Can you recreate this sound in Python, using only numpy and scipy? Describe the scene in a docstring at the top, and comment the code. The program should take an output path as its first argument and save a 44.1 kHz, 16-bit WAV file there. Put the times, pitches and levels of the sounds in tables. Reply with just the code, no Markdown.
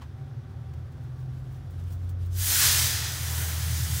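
"""A diesel engine drones at a wandering idle in an open bay, heard in mono as the microphone moves about.
Its tones are harmonics of the four-stroke cycle, over rumble, mechanical noise and a faint whine.
A hand fiddles with wires, making faint ticks and rustles. Then a loud jet of broadband hiss swells,
eases and keeps rushing, exciting faint resonances in the surrounding metal."""
import sys
import numpy as np
from scipy import signal
from scipy.fft import rfft, irfft
from scipy.io import wavfile

SR = 44100
rng = np.random.default_rng(int(sys.argv[2]) if len(sys.argv) > 2 else 0)


def output_pcm(signal):
    """Save a mono or channel-first signal as 16-bit PCM at the path in sys.argv[1].

    Samples are clipped to [-1, 1] before scaling.
    """
    pcm = np.clip(np.atleast_2d(signal).T, -1, 1) * 32767
    wavfile.write(sys.argv[1], SR, np.round(pcm).astype(np.int16))


N = 176400
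TIME = np.arange(N) / SR
CUTOFF_HZ = 15780


# idle speed: (time [s], four-stroke cycle rate [Hz])
CYCLE_RATE = [(0,9.15),(.3,9.85),(.5,10.22),(.7,10.25),(1.1,10.6),(1.7,11.0),(2.1,11.15),(2.3,11.23),(2.5,11.12),(3.1,10.24),(3.6,10.06),(4,9.9)]

def engine(jitter=0.0021):
    """Periodic excitation: the cycle phase, the integral of speed, times the drone and the firings."""
    cycle_hz = in_time(CYCLE_RATE)[0] * (1 + jitter * drift(6))
    cycle_phase = 2 * np.pi * np.cumsum(cycle_hz) / SR
    return drone(cycle_phase) + rumble() + clatter(cycle_phase)


# orders 8 and 12, the strong overtones of the firing rate: (time [s], level [dB])
ORDER_8_LEVEL = [(0,-66),(.45,-53),(.7,-42.5),(1.1,-45),(1.55,-47.5),(1.85,-32.5),(2.15,-31.5),(2.4,-26),(2.6,-37),(2.82,-31),(3.05,-40.5),(3.35,-32.5),(3.7,-29),(4,-31.5)]
ORDER_12_LEVEL = [(0,-54),(.8,-44),(1,-41),(1.27,-33.5),(1.65,-42.5),(2,-44.5),(2.5,-49),(2.82,-35),(3.1,-41.5),(3.4,-39),(4,-35)]
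# weaker orders from uneven cylinders: (order, level at place 0 [dB], at place 1 [dB], at place 2 [dB])
WEAK_ORDERS = [(5,-72,-44,-71),(6,-61,-50.5,-59),(7,-70,-54,-64),(9,-56,-55,-43),(10,-61,-48.5,-45.5),(11,-53,-54.5,-41),(13,-63,-77,-47),(14,-45,-55,-59),(15,-49,-65.5,-48),(16,-65,-65,-46),(17,-70,-63,-59),(22,-70,-66,-71),(24,-65,-74,-66),(25,-67,-73,-66)]
# path of the microphone: (time [s], place [index])
MICROPHONE_PATH = [(0,0.12),(.8,0.46),(1.3,0.82),(2,0.92),(2.6,0.87),(3.25,1.76),(4,2.1)]

def drone(cycle_phase, wander_rad=0.26, waver_hz=2.5):
    """Harmonic series: orders are multiples of the cycle rate; dispersed phases smooth their sum."""
    def harmonic(order, db, waver_db):
        offset = np.pi * order ** 2 / len(WEAK_ORDERS) + wander_rad * drift(waver_hz)
        amplitude = np.sqrt(2) * from_db(db + waver_db * drift(waver_hz))
        return amplitude * np.sin(order * cycle_phase + offset)

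    place, = in_time(MICROPHONE_PATH)
    out = harmonic(8, in_time(ORDER_8_LEVEL)[0], waver_db=0.67)
    out += harmonic(12, in_time(ORDER_12_LEVEL)[0], waver_db=0.67)
    for order, *levels in WEAK_ORDERS:
        out += harmonic(order, np.interp(place, [0, 1, 2], levels), waver_db=2.0)
    return out


# spectrum of the rumble before its low-pass: (frequency [Hz], relative level [dB])
RUMBLE_SPECTRUM = [(25,-32),(45,-25),(60,-14),(76,-2.5),(92,-0.5),(120,0),(145,-8),(175,-22),(300,-55)]
# envelope of the rumble: (time [s], level [dB])
RUMBLE_LEVEL = [(0,-41.5),(.6,-39),(1.1,-43.5),(1.8,-48),(2.4,-46),(2.75,-41.5),(3.2,-40),(4,-40)]

def rumble(top_hz=400):
    """Aperiodic vibration: the engine's irregular motion gives a continuous band of bass."""
    low_pass = signal.butter(2, top_hz, fs=SR, output="sos")
    return signal.sosfilt(low_pass, noise(RUMBLE_SPECTRUM)) * from_db(in_time(RUMBLE_LEVEL)[0])


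# mechanical noise of the engine: (frequency [Hz], relative level [dB])
CLATTER_SPECTRUM = [(150,-10),(200,-4.5),(222,-6),(243,2),(275,-6),(330,-5),(395,-6),(440,-12.5),(540,-10.5),(590,-14),(750,-12),(840,-17.5),(1500,-17),(2240,-25.5),(2900,-29),(3500,-26.5),(4100,-31.5),(5600,-32),(7400,-40),(15500,-45.5)]

def clatter(cycle_phase, level_db=-54, pulse_db=0.5, low_hz=162):
    """Amplitude modulation: mechanical noise pulses slightly at each of four firings per cycle."""
    carrier = rms_one(high_pass(noise(CLATTER_SPECTRUM), low_hz))
    return carrier * from_db(level_db + pulse_db * np.sin(4 * cycle_phase))


# spectrum of the jet: (frequency [Hz], relative level [dB])
JET_SPECTRUM = [(200,-15),(300,-9.5),(500,-9.5),(750,-7.5),(1250,-5),(1500,-2),(1950,-0.5),(2200,-4.5),(2420,-4),(2700,-4),(3100,-3),(3800,-1.5),(5900,-.5),(8000,-2),(10000,-2.5),(11500,-5),(14000,-3.5),(15500,-3.5)]
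# centres of four overlapping bands: (frequency [Hz])
JET_BANDS = [600, 1600, 4800, 11500]
# relative band envelopes: (time [s], low [dB], middle [dB], treble [dB], top [dB])
JET_LEVELS = [(2.27,-99,-90,-87,-88),(2.32,-80,-74,-58,-61),(2.385,-60,-49,-42.5,-36),(2.425,-48,-44.5,-34,-30),(2.5,-36.5,-37,-27.5,-25.5),(2.58,-39,-32,-24.5,-23),(2.64,-33.5,-28.5,-21.5,-21.5),(2.74,-36,-32,-23,-25.5),(2.87,-38,-36,-26.5,-28.5),(3.02,-40.5,-39.5,-32,-38.5),(3.22,-41,-42.5,-38,-38.5),(3.41,-38,-41.5,-38,-33.5),(3.55,-40,-44,-38,-38.5),(3.68,-42,-43.5,-38.5,-38.5),(3.77,-45,-43.5,-36,-37.5),(3.88,-42.5,-44,-38,-37.5),(4,-42,-45,-35.5,-34)]

def jet(low_hz=200, band_gains_db=(8.7, 9.2, 1.65, 2.3), band_waver_db=0.5, flutter_db=0.15):
    """Jet noise: a broadband hiss opens treble first, surges and settles to a weaker flow."""
    spectrum = rfft(engine_bay(high_pass(noise(JET_SPECTRUM), low_hz)))
    log_hz = np.log(np.maximum(np.arange(len(spectrum)) * SR / N, 1))
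    out = np.zeros(N)
    for selector, level, gain_db in zip(np.eye(len(JET_BANDS)), in_time(JET_LEVELS), band_gains_db):
        crossfade = np.interp(log_hz, np.log(JET_BANDS), selector)
        band = irfft(spectrum * crossfade, N)
        out += band * from_db(level + gain_db + band_waver_db * drift(20))
    return out * from_db(flutter_db * drift(28))


# modes of the metal rung by the jet: (frequency [Hz], bandwidth [Hz], gain [dB])
METAL_MODES = [(1450,20,-2),(2417,14,1),(3103,12,5),(3386,10,3.5),(3620,12,2.5),(4181,12,1),(5222,20,-3),(5728,20,0),(5962,20,0),(6091,16,0),(6321,12,1),(6819,14,2),(7366,25,-3),(7742,14,1),(8144,14,0),(10190,14,0),(13401,16,0)]

def engine_bay(x, echo_db=-8, decay_s=0.049):
    """Reverberation and resonance: dense reflections and narrow metal modes colour the sound; rms 1."""
    age = TIME[:SR // 5]
    echoes = rng.standard_normal(len(age)) * np.exp(-age / decay_s)
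    out = x + from_db(echo_db) * signal.fftconvolve(x, echoes / np.linalg.norm(echoes))[:N]
    for hz, width_hz, db in METAL_MODES:
        radius = np.exp(-np.pi * width_hz / SR)
        feedforward = (1 - radius ** 2) / 2 * np.array([1, 0, -1])
        feedback = [1, -2 * radius * np.cos(2 * np.pi * hz / SR), radius ** 2]
        out += from_db(db) * signal.lfilter(feedforward, feedback, x)
    return rms_one(out)


# sleeve and wires rubbing: (time [s], level [dB])
RUB_LEVEL = [(0,-77),(.8,-75),(1.2,-71),(1.55,-69),(1.8,-66.5),(2.08,-66),(2.15,-80),(2.22,-65.5),(2.4,-80),(2.6,-80)]
# ticks and brushes: (peak time [s], level [dB], attack [s], decay [s], tilt [dB/octave])
TOUCHES = [(.018,-47.5,0.0046,0.021,-7.5),(.738,-57.5,.002,0.0082,-3.5),(.922,-66,.008,.018,-1),(1.036,-66,.004,.016,-2),(1.2,-68,.03,.04,1),(1.375,-71,.005,0.016,-1),(1.53,-69,.02,.035,4),(1.708,-63,.006,.016,1.5),(1.839,-61,.001,.005,0),(1.906,-56,.001,.006,0),(1.929,-54.5,0.016,0.019,2),(2.04,-70,.015,.025,3),(2.095,-53.5,0.0042,0.013,2),(2.262,-61,.006,0.022,2.5)]
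# spectra of the rubbing and the touches: (frequency [Hz], relative level [dB])
RUB_SPECTRUM = [(1000,-15),(3000,5.5),(5500,1),(7500,-1),(12000,-3.5),(15500,-5)]
TOUCH_SPECTRUM = [(300,-27),(1000,1.5),(3000,-0.5),(6000,0.5),(9000,-1.5),(12500,-6),(15000,3)]

def wire_handling(grain_db=1.5, rub_swing_db=2.5):
    """Friction and impact: sliding wires rustle unevenly, and brief contacts give bursts of noise."""
    out = noise(RUB_SPECTRUM) * from_db(in_time(RUB_LEVEL)[0] - rub_swing_db * drift(10))
    grain = from_db(grain_db * drift(300))
    for peak_s, db, attack_s, decay_s, tilt_db in TOUCHES:
        age = TIME - peak_s
        envelope = np.exp(-np.maximum(-age / attack_s, age / decay_s).clip(0, 30))
        out += from_db(db) * envelope * grain * noise(TOUCH_SPECTRUM, tilt_db)
    return out


# thin tones of the machinery: (frequency [Hz], relative level [dB])
WHINE_TONES = [(773,-65.5),(1152,-72),(890,-74),(388,-68),(533,-76)]
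# their common envelope: (time [s], gain [dB])
WHINE_GAIN = [(0,-11),(.2,-1.5),(.55,-1.5),(.9,-4.5),(1.2,1),(1.5,-8.5),(4,-14)]

def whine(waver_db=3, pitch_wander=0.0043):
    """Random modulation: faint machinery tones waver in amplitude and frequency."""
    tones = np.zeros(N)
    for hz, db in WHINE_TONES:
        amplitude = np.sqrt(2) * from_db(db + waver_db * drift(4.2))
        pitch_hz = hz * (1 + pitch_wander * drift(7.3))
        tones += amplitude * np.sin(2 * np.pi * np.cumsum(pitch_hz) / SR)
    return tones * from_db(in_time(WHINE_GAIN)[0])


def from_db(db):
    """Decibel law: 20 dB is a factor of ten in amplitude."""
    return 10 ** (np.asarray(db) / 20)


def rms_one(x):
    """Normalisation to rms 1."""
    return x / np.sqrt(np.mean(x ** 2) + 1e-20)


def in_time(rows):
    """Linear interpolation of each column of a time curve, at every sample."""
    times, *columns = np.transpose(rows)
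    return [np.interp(TIME, times, column) for column in columns]


def drift(corner_hz, step=40, settle=2000):
    """Low-pass filtering turns white noise into a random wander of rms 1."""
    pole = np.exp(-2 * np.pi * corner_hz * step / SR)
    white = rng.standard_normal(N // step + settle + 2)
    slow = signal.lfilter([1], [1, -2 * pole, pole ** 2], white)[settle:]
    return np.interp(np.arange(N) / step, np.arange(len(slow)), rms_one(slow))


def noise(spectrum, tilt_db=0):
    """Spectral shaping of white noise, with a tilt per octave above 1 kHz; rms 1."""
    hz = np.maximum(np.arange(N // 2 + 1) * SR / N, 1)
    points_hz, points_db = np.transpose(spectrum)
    db = np.interp(np.log(hz), np.log(points_hz), points_db)
    db += tilt_db * np.log2(np.maximum(hz, 1000) / 1000)
    gain = from_db(db) * (hz < CUTOFF_HZ)
    return rms_one(irfft(rfft(rng.standard_normal(N)) * gain, N))


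def high_pass(x, hz):
    """Fourth-order filtering attenuates the bass."""
    return signal.sosfilt(signal.butter(4, hz, "high", fs=SR, output="sos"), x)


def scene():
    """Superposition: all sources add, alike in both channels."""
    return np.tile(engine() + jet() + wire_handling() + whine(), (2, 1))


def record(dry):
    """Band limiting: a steep elliptic low-pass removes the highest treble."""
    return signal.sosfilt(signal.ellip(12, .1, 80, CUTOFF_HZ, fs=SR, output="sos"), dry)


dry = scene()
out = record(dry)
output_pcm(out)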